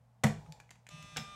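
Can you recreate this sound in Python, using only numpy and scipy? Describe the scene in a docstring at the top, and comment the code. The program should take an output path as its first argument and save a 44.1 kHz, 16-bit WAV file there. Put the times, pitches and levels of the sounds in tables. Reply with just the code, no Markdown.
"""A plastic clunk and a thump in the desk: a floppy disk is pushed home and the drive's carriage drops.
The disk rubs faintly in its sleeve while the mechanism ticks, plastic and metal in short contacts.
Then the head stepper whirs, its even steps stacking up harmonics; it clacks and runs on with a
sharper tone. All of it is close by, in a quiet room with a low hum."""
import sys
import numpy as np
from scipy import signal
from scipy.fft import rfft, irfft, next_fast_len
from scipy.io import wavfile
from scipy.ndimage import map_coordinates

SR = 44100
rng = np.random.default_rng(int(sys.argv[2]) if len(sys.argv) > 2 else 0)


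def log_audio(samples):
    """Write samples as a 16-bit WAV file to the path given in sys.argv[1]."""
    # one column per channel
    frames = np.atleast_2d(samples).T
    # limit to full scale, then quantise
    limited = np.clip(frames, -1, 1)
    pcm = np.round(limited * 32767).astype(np.int16)
    wavfile.write(sys.argv[1], SR, pcm)


N = 59535
T = np.arange(N) / SR

# colour of the still room air: frequency_hz, level_db
AIR_COLOUR = [(20, -45), (35, -27.5), (55, -7), (75, -14), (100, -27.5), (160, -8.5), (220, -14.5),
              (320, -35), (500, -23.5), (800, -21), (1250, -32), (3000, -43), (8000, -46.5), (16000, -55)]
# how long the room rings: frequency_hz, t60_s
ROOM_DECAY = [(150, .28), (400, 0.51), (700, 0.33), (2000, 0.31), (6000, 0.34), (10000, 0.24),
              (16000, 0.22)]
# fader for the disk rubbing in its sleeve: time_s, level_db
RUB_FADER = [(.3, -80), (.4, -60.5), (.58, -65), (.66, -71.5), (.85, -78)]
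# colour of that rustle: frequency_hz, level_db
RUB_COLOUR = [(30, -14), (70, 12), (120, -6.5), (300, -6), (520, -4), (680, -3.5), (850, 2), (980, -3),
              (1150, -20.5), (3000, -21.5), (7000, -22.5), (14000, -38)]
# thin sagging tone in the rustle: time_s, pitch_hz, level_db
RUB_GLIDE = [(0.341, 869.2, -66), (.42, 855, -65.5), (.52, 861, -65), (.61, 826, -66), (0.671, 817, -87)]
# mechanism ticks and head clack: start_s, level_db, metal_share_db, t60_s, pitch_hz, ring_share_db
TICK_HITS = [(.461, -62.5, -29, 0.043, 1224, 1), (.5225, -53.5, 8, 0.018, 4560, 2.5),
             (.6005, -49, -4.5, 0.024, 1440, -22), (.692, -56.5, -29, 0.012, 2080, 4.5),
             (.7065, -47.5, 0.5, 0.015, 7170, -5), (.7115, -46.5, -3.5, 0.012, 760, -4),
             (.755, -62.5, -24, 0.048, 2250, -21), (.8668, -49.5, -9.5, 0.031, 2430, -5.5),
             (.8892, -47, 0, 0.018, 6900, -7), (1.0265, -55, 3, 0.019, 2620, 2)]
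CLACK_HITS = [(1.1625, -41.5, -15, 0.039, 1556, -0.5), (1.1692, -31, 4.5, 0.018, 5450, -17),
              (1.1725, -37, -21, 0.061, 2690, -10.5), (1.178, -39, -33, 0.045, 760, -4),
              (1.197, -48.5, -9, 0.052, 5180, 1)]
# colours of their plastic and metal parts: frequency_hz, level_db
TICK_PLASTIC_COLOUR = [(200, -10.5), (700, -2.5), (1400, -6), (2300, 2.5), (3200, -7.5), (4200, -16.5),
                       (8500, -15), (16000, -40)]
TICK_METAL_COLOUR = [(500, -5), (3000, -7), (4650, -3), (5800, -4), (6700, 2), (7600, -2), (8800, -14),
                     (11500, -12.5), (16000, -26)]
CLACK_PLASTIC_COLOUR = [(150, -3), (400, -2), (750, -3.5), (1100, -4.5), (1600, -1.5), (2100, -2),
                        (2800, -1.5), (3700, -1.5), (4400, -10.5), (16000, -63)]
CLACK_METAL_COLOUR = [(1000, -44), (4400, -17), (5400, 6), (6200, -5.5), (7300, -2.5), (9500, -18),
                      (11400, -14), (13000, -24), (16000, -27)]
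# runs of the head stepper: start_s, end_s, step_rate_hz, tone_db, buzz_db
STEPPER_RUNS = [(0.892, 1.158, 200.7, -61, -65), (1.151, 1.4, 199.9, -54.5, -66)]
# balance of step harmonics 3 to 20, one row a run, one column a harmonic: level_db
HARMONIC_LEVELS = [
    [-10.5, -26, -12.5, 0, -17.5, -9.5, -10.5, -11, -16, -11, -1, -12.5, -10, -12, -10, -8, -13, -18],
    [-16.5, -14, -19, 0, -17.5, -19.5, -18, -16.5, -34, -8, -13.5, -21, -16.5, -13, -16.5, -7, -23, -19],
]
# fader for the whining harmonic as the head travels: time_s, gain_db
WHINE_FADER = [(.9, -5.5), (.99, 0.5), (1.03, -1), (1.06, -2), (1.15, 0), (1.25, -2)]
# colours of the stepper's treble buzz and its rattle: frequency_hz, level_db
BUZZ_COLOUR = [(3000, -29), (4000, 5), (4600, -3.5), (5300, 2.5), (6500, 0), (7200, -11), (8000, -1.5),
               (9000, -8), (12000, -18)]
RATTLE_COLOUR = [(200, 17.5), (400, -11), (700, 12.5), (1100, -6), (2400, 3.5), (3500, -5), (4500, -6),
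                 (6000, -5), (8000, -3.5), (10000, -21), (16000, -24)]
# modes of the drive on the desk: pitch_hz, level_db, t60_s
DESK_MODES = [(50, -26, 0.78), (106.2, -14.5, 0.48), (138.7, 4.5, 0.15), (153.65, -8.5, 0.44),
              (214.2, 2, .21)]
# jolts that thump the desk: start_s, level_db, rise_s
DESK_THUMPS = [(0.2426, -20, 0.0042), (1.186, -42.5, 0.0023)]
# gentle rocking that swells the desk's main resonance: peak_s, level_db, half_length_s
DESK_SWAYS = [(0.389, -41, 0.011), (0.504, -43.5, 0.025), (0.611, -61, 0.032), (0.947, -46, 0.017),
              (1.005, -48.5, 0.023), (1.046, -45, 0.0057), (1.15, -50.5, .018), (1.199, -39, 0.023)]
# blows of the dropping carriage: start_s, level_db
CARRIAGE_HITS = [(0.2361, -25), (0.2385, -19.5), (0.2436, -27.5), (0.2558, -43), (.268, -34.5)]
# colour of each blow: frequency_hz, level_db
CARRIAGE_COLOUR = [(80, -42), (180, -38), (280, -6.5), (350, 1.5), (470, -6), (720, -1.5), (860, -9.5),
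                   (1250, -8), (1550, -6), (2000, -5), (2400, -5.5), (3200, -11), (4500, -18),
                   (5600, -16.5), (6600, -17.5), (8000, -16.5), (9500, -22.5), (11000, -22.5),
                   (16000, -40.5)]
# modes of the plastic case: pitch_hz, level_db, t60_s
CASE_MODES = [(484.8, -4.5, .25), (564, -3.5, 0.16), (664, -6, 0.29), (711, -8.5, 0.28), (750, -1.5, 0.17),
              (777, -7.5, 0.23), (934, -3, .14), (1143, -7.5, 0.21), (1271, 0.5, 0.061), (1810, -4, 0.067),
              (1972, -5, 0.16), (1989, 9, 0.034), (2140, -11.5, 0.19), (6070, -13.5, 0.14)]


def amp(db):
    """Decibels to gain."""
    return 10 ** (np.asarray(db) / 20)


def unit(x):
    """Scale to rms 1."""
    return x / np.sqrt(np.mean(x ** 2) + 1e-20)


def along(points, hz):
    """Read a curve of (frequency_hz, value) points on a log frequency axis."""
    frequencies, values = np.transpose(points)
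    return np.interp(np.log(hz + 1), np.log(frequencies + 1), values)


def noise(colour):
    """Coloured noise of rms 1."""
    eq = amp(along(colour, np.fft.rfftfreq(N, 1 / SR)))
    return unit(irfft(rfft(rng.standard_normal(N)) * eq, N))


def wobble(rate_hz):
    """A smooth random drift with rate_hz knots a second."""
    coarse = np.linspace(0, T[-1], 400)
    drift = map_coordinates(rng.standard_normal(64), [coarse * rate_hz], mode='mirror')
    return np.interp(T, coarse, drift)


def strike(start_s, rise_s, t60_s):
    """Envelope of a hit: quick attack, exponential decay."""
    age = np.maximum(T - start_s, 0)
    return (1 - np.exp(-age / rise_s)) * np.exp(-np.log(1000) * age / t60_s)


def ring(modes, start_s, rise_s):
    """A struck body rings as a sum of damped sines."""
    return sum(amp(db) * strike(start_s, rise_s, t60_s) * np.sin(2 * np.pi * hz * (start_s - T))
               for hz, db, t60_s in modes)


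def room_tone(air_db=-70, hum_hz=119, hum_db=-66):
    """The bed: still air and mains hum."""
    hum = np.sqrt(2) * np.sin(2 * np.pi * hum_hz * T)
    return amp(air_db) * noise(AIR_COLOUR) + amp(hum_db) * hum


def room_reverb(x, wet_db):
    """The sound plus the room's tail, each frequency dying at its own speed."""
    hz, t, spectrum = signal.stft(rng.standard_normal(SR // 2), SR, nperseg=256)
    decay = np.exp(-np.log(1000) * t / along(ROOM_DECAY, hz)[:, None])
    tail = signal.istft(spectrum * decay, SR, nperseg=256)[1]
    tail *= 1 - np.exp(-np.arange(len(tail)) / SR / 0.0023)  # soften the attack
    return x + amp(wet_db) * signal.fftconvolve(x, tail / np.linalg.norm(tail))[:N]


def sleeve_rub():
    """The disk rubs in its sleeve as it settles: a faint rustle with a thin, sagging tone."""
    times, hz, db = np.transpose(RUB_GLIDE)
    phase = 2 * np.pi * np.cumsum(np.interp(T, times, hz)) / SR + 0.5 * wobble(rate_hz=30)
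    tone = amp(np.interp(T, times, db, left=-120, right=-120)) * np.sin(phase)
    fader = amp(np.interp(T, *np.transpose(RUB_FADER), left=-120))
    return fader * noise(RUB_COLOUR) + tone


def mechanism_clicks(hits, plastic, metal, wet_db):
    """Short contacts, each in three layers: plastic body, brighter metal and one ringing pitch."""
    out = np.zeros(N)
    for start_s, db, metal_db, t60_s, hz, ring_db in hits:
        ping = np.sqrt(2) * np.sin(2 * np.pi * hz * (T - start_s))
        contact = noise(plastic) + amp(metal_db) * noise(metal) + amp(ring_db) * ping
        envelope = amp(db) * strike(start_s, rise_s=0.00024, t60_s=t60_s)
        out += room_reverb(envelope * contact, wet_db)
    return out


def step_harmonic(step_phase, k, waver_db=2.5, waver_hz=6.73):
    """Harmonic k of the step rate, its level wavering at random."""
    waver = amp(waver_db * wobble(waver_hz))
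    return np.sqrt(2) * waver * np.sin(k * step_phase + rng.uniform(0, 2 * np.pi))


def head_stepper(fade_s=0.02, jitter_rad=0.016, whine_harmonic=13, rattle_db=-62, pulse_depth=0.72):
    """Even steps give clean harmonics, a fine treble buzz and a rattle that pulses with each step."""
    out = np.zeros(N)
    whine = amp(np.interp(T, *np.transpose(WHINE_FADER)))
    for (start_s, end_s, step_hz, tone_db, buzz_db), levels in zip(STEPPER_RUNS, HARMONIC_LEVELS):
        gate = np.clip((T - start_s) / fade_s, 0, 1) * np.clip((end_s - T) / fade_s + 1, 0, 1)
        jitter = jitter_rad * noise([(1, -2), (30, 2), (200, -15), (600, -57)])
        phase = 2 * np.pi * step_hz * T + jitter
        tone = sum(amp(db) * step_harmonic(phase, k) * (whine if k == whine_harmonic else 1)
                   for k, db in enumerate(levels, 3))
        buzz = np.zeros(N)
        for k in range(21, 62):
            harmonic_db = along(BUZZ_COLOUR, k * step_hz) + rng.normal(0, 2.5)
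            buzz += amp(harmonic_db) * step_harmonic(phase, k)
        rattle = noise(RATTLE_COLOUR) * unit(np.exp(pulse_depth * np.cos(phase)))
        out += gate * (amp(tone_db) * tone + amp(buzz_db) * unit(buzz) + amp(rattle_db) * rattle)
    return out


def desk_thump(resonance_hz=155):
    """The low end: hard jolts boom in the desk; gentle rocking swells its main resonance."""
    boom = sum(amp(db) * ring(DESK_MODES, start_s, rise_s) for start_s, db, rise_s in DESK_THUMPS)
    swell = sum(amp(db) * np.exp(-((T - peak_s) / half_s) ** 2) for peak_s, db, half_s in DESK_SWAYS)
    return boom + swell * np.sin(2 * np.pi * resonance_hz * T)


def carriage_clunk(ring_share_db=-12):
    """The carriage snaps down in a burst of contacts; the hardest rings the case."""
    crack = np.zeros(N)
    for start_s, db in CARRIAGE_HITS:
        envelope = amp(db) * strike(start_s, rise_s=0.00029, t60_s=0.024)
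        crack += room_reverb(envelope * noise(CARRIAGE_COLOUR), wet_db=-6)
    hardest_s, hardest_db = CARRIAGE_HITS[1]
    return crack + amp(hardest_db + ring_share_db) * ring(CASE_MODES, hardest_s, rise_s=0.0004)


def scene():
    """The mono mix: drive and desk over the room tone."""
    ticks = mechanism_clicks(TICK_HITS, TICK_PLASTIC_COLOUR, TICK_METAL_COLOUR, wet_db=-7.5)
    clack = mechanism_clicks(CLACK_HITS, CLACK_PLASTIC_COLOUR, CLACK_METAL_COLOUR, wet_db=-6.5)
    return (carriage_clunk() + desk_thump() + ticks + clack + head_stepper() + sleeve_rub() + room_tone())[None]


def record(dry):
    """Master EQ: a bass cut, a scoop in the low mids and a hard ceiling on the treble."""
    low_cut_hz, high_cut_hz = 46, 16000
    scoop_hz, scoop_width_hz, scoop_db = 361, 110, -8.5
    padded = next_fast_len(N + SR // 2)
    hz = np.fft.rfftfreq(padded, 1 / SR)
    band = 1j * hz * scoop_width_hz / (scoop_hz ** 2 - hz ** 2 + 1j * hz * scoop_width_hz)
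    scoop = 1 - (1 - amp(scoop_db)) * band
    trimmed = signal.sosfilt(signal.butter(2, low_cut_hz, 'highpass', fs=SR, output='sos'), dry)
    return irfft(rfft(trimmed, padded) * scoop * (hz < high_cut_hz), padded)[..., :N]


dry = scene()
out = record(dry)
log_audio(out)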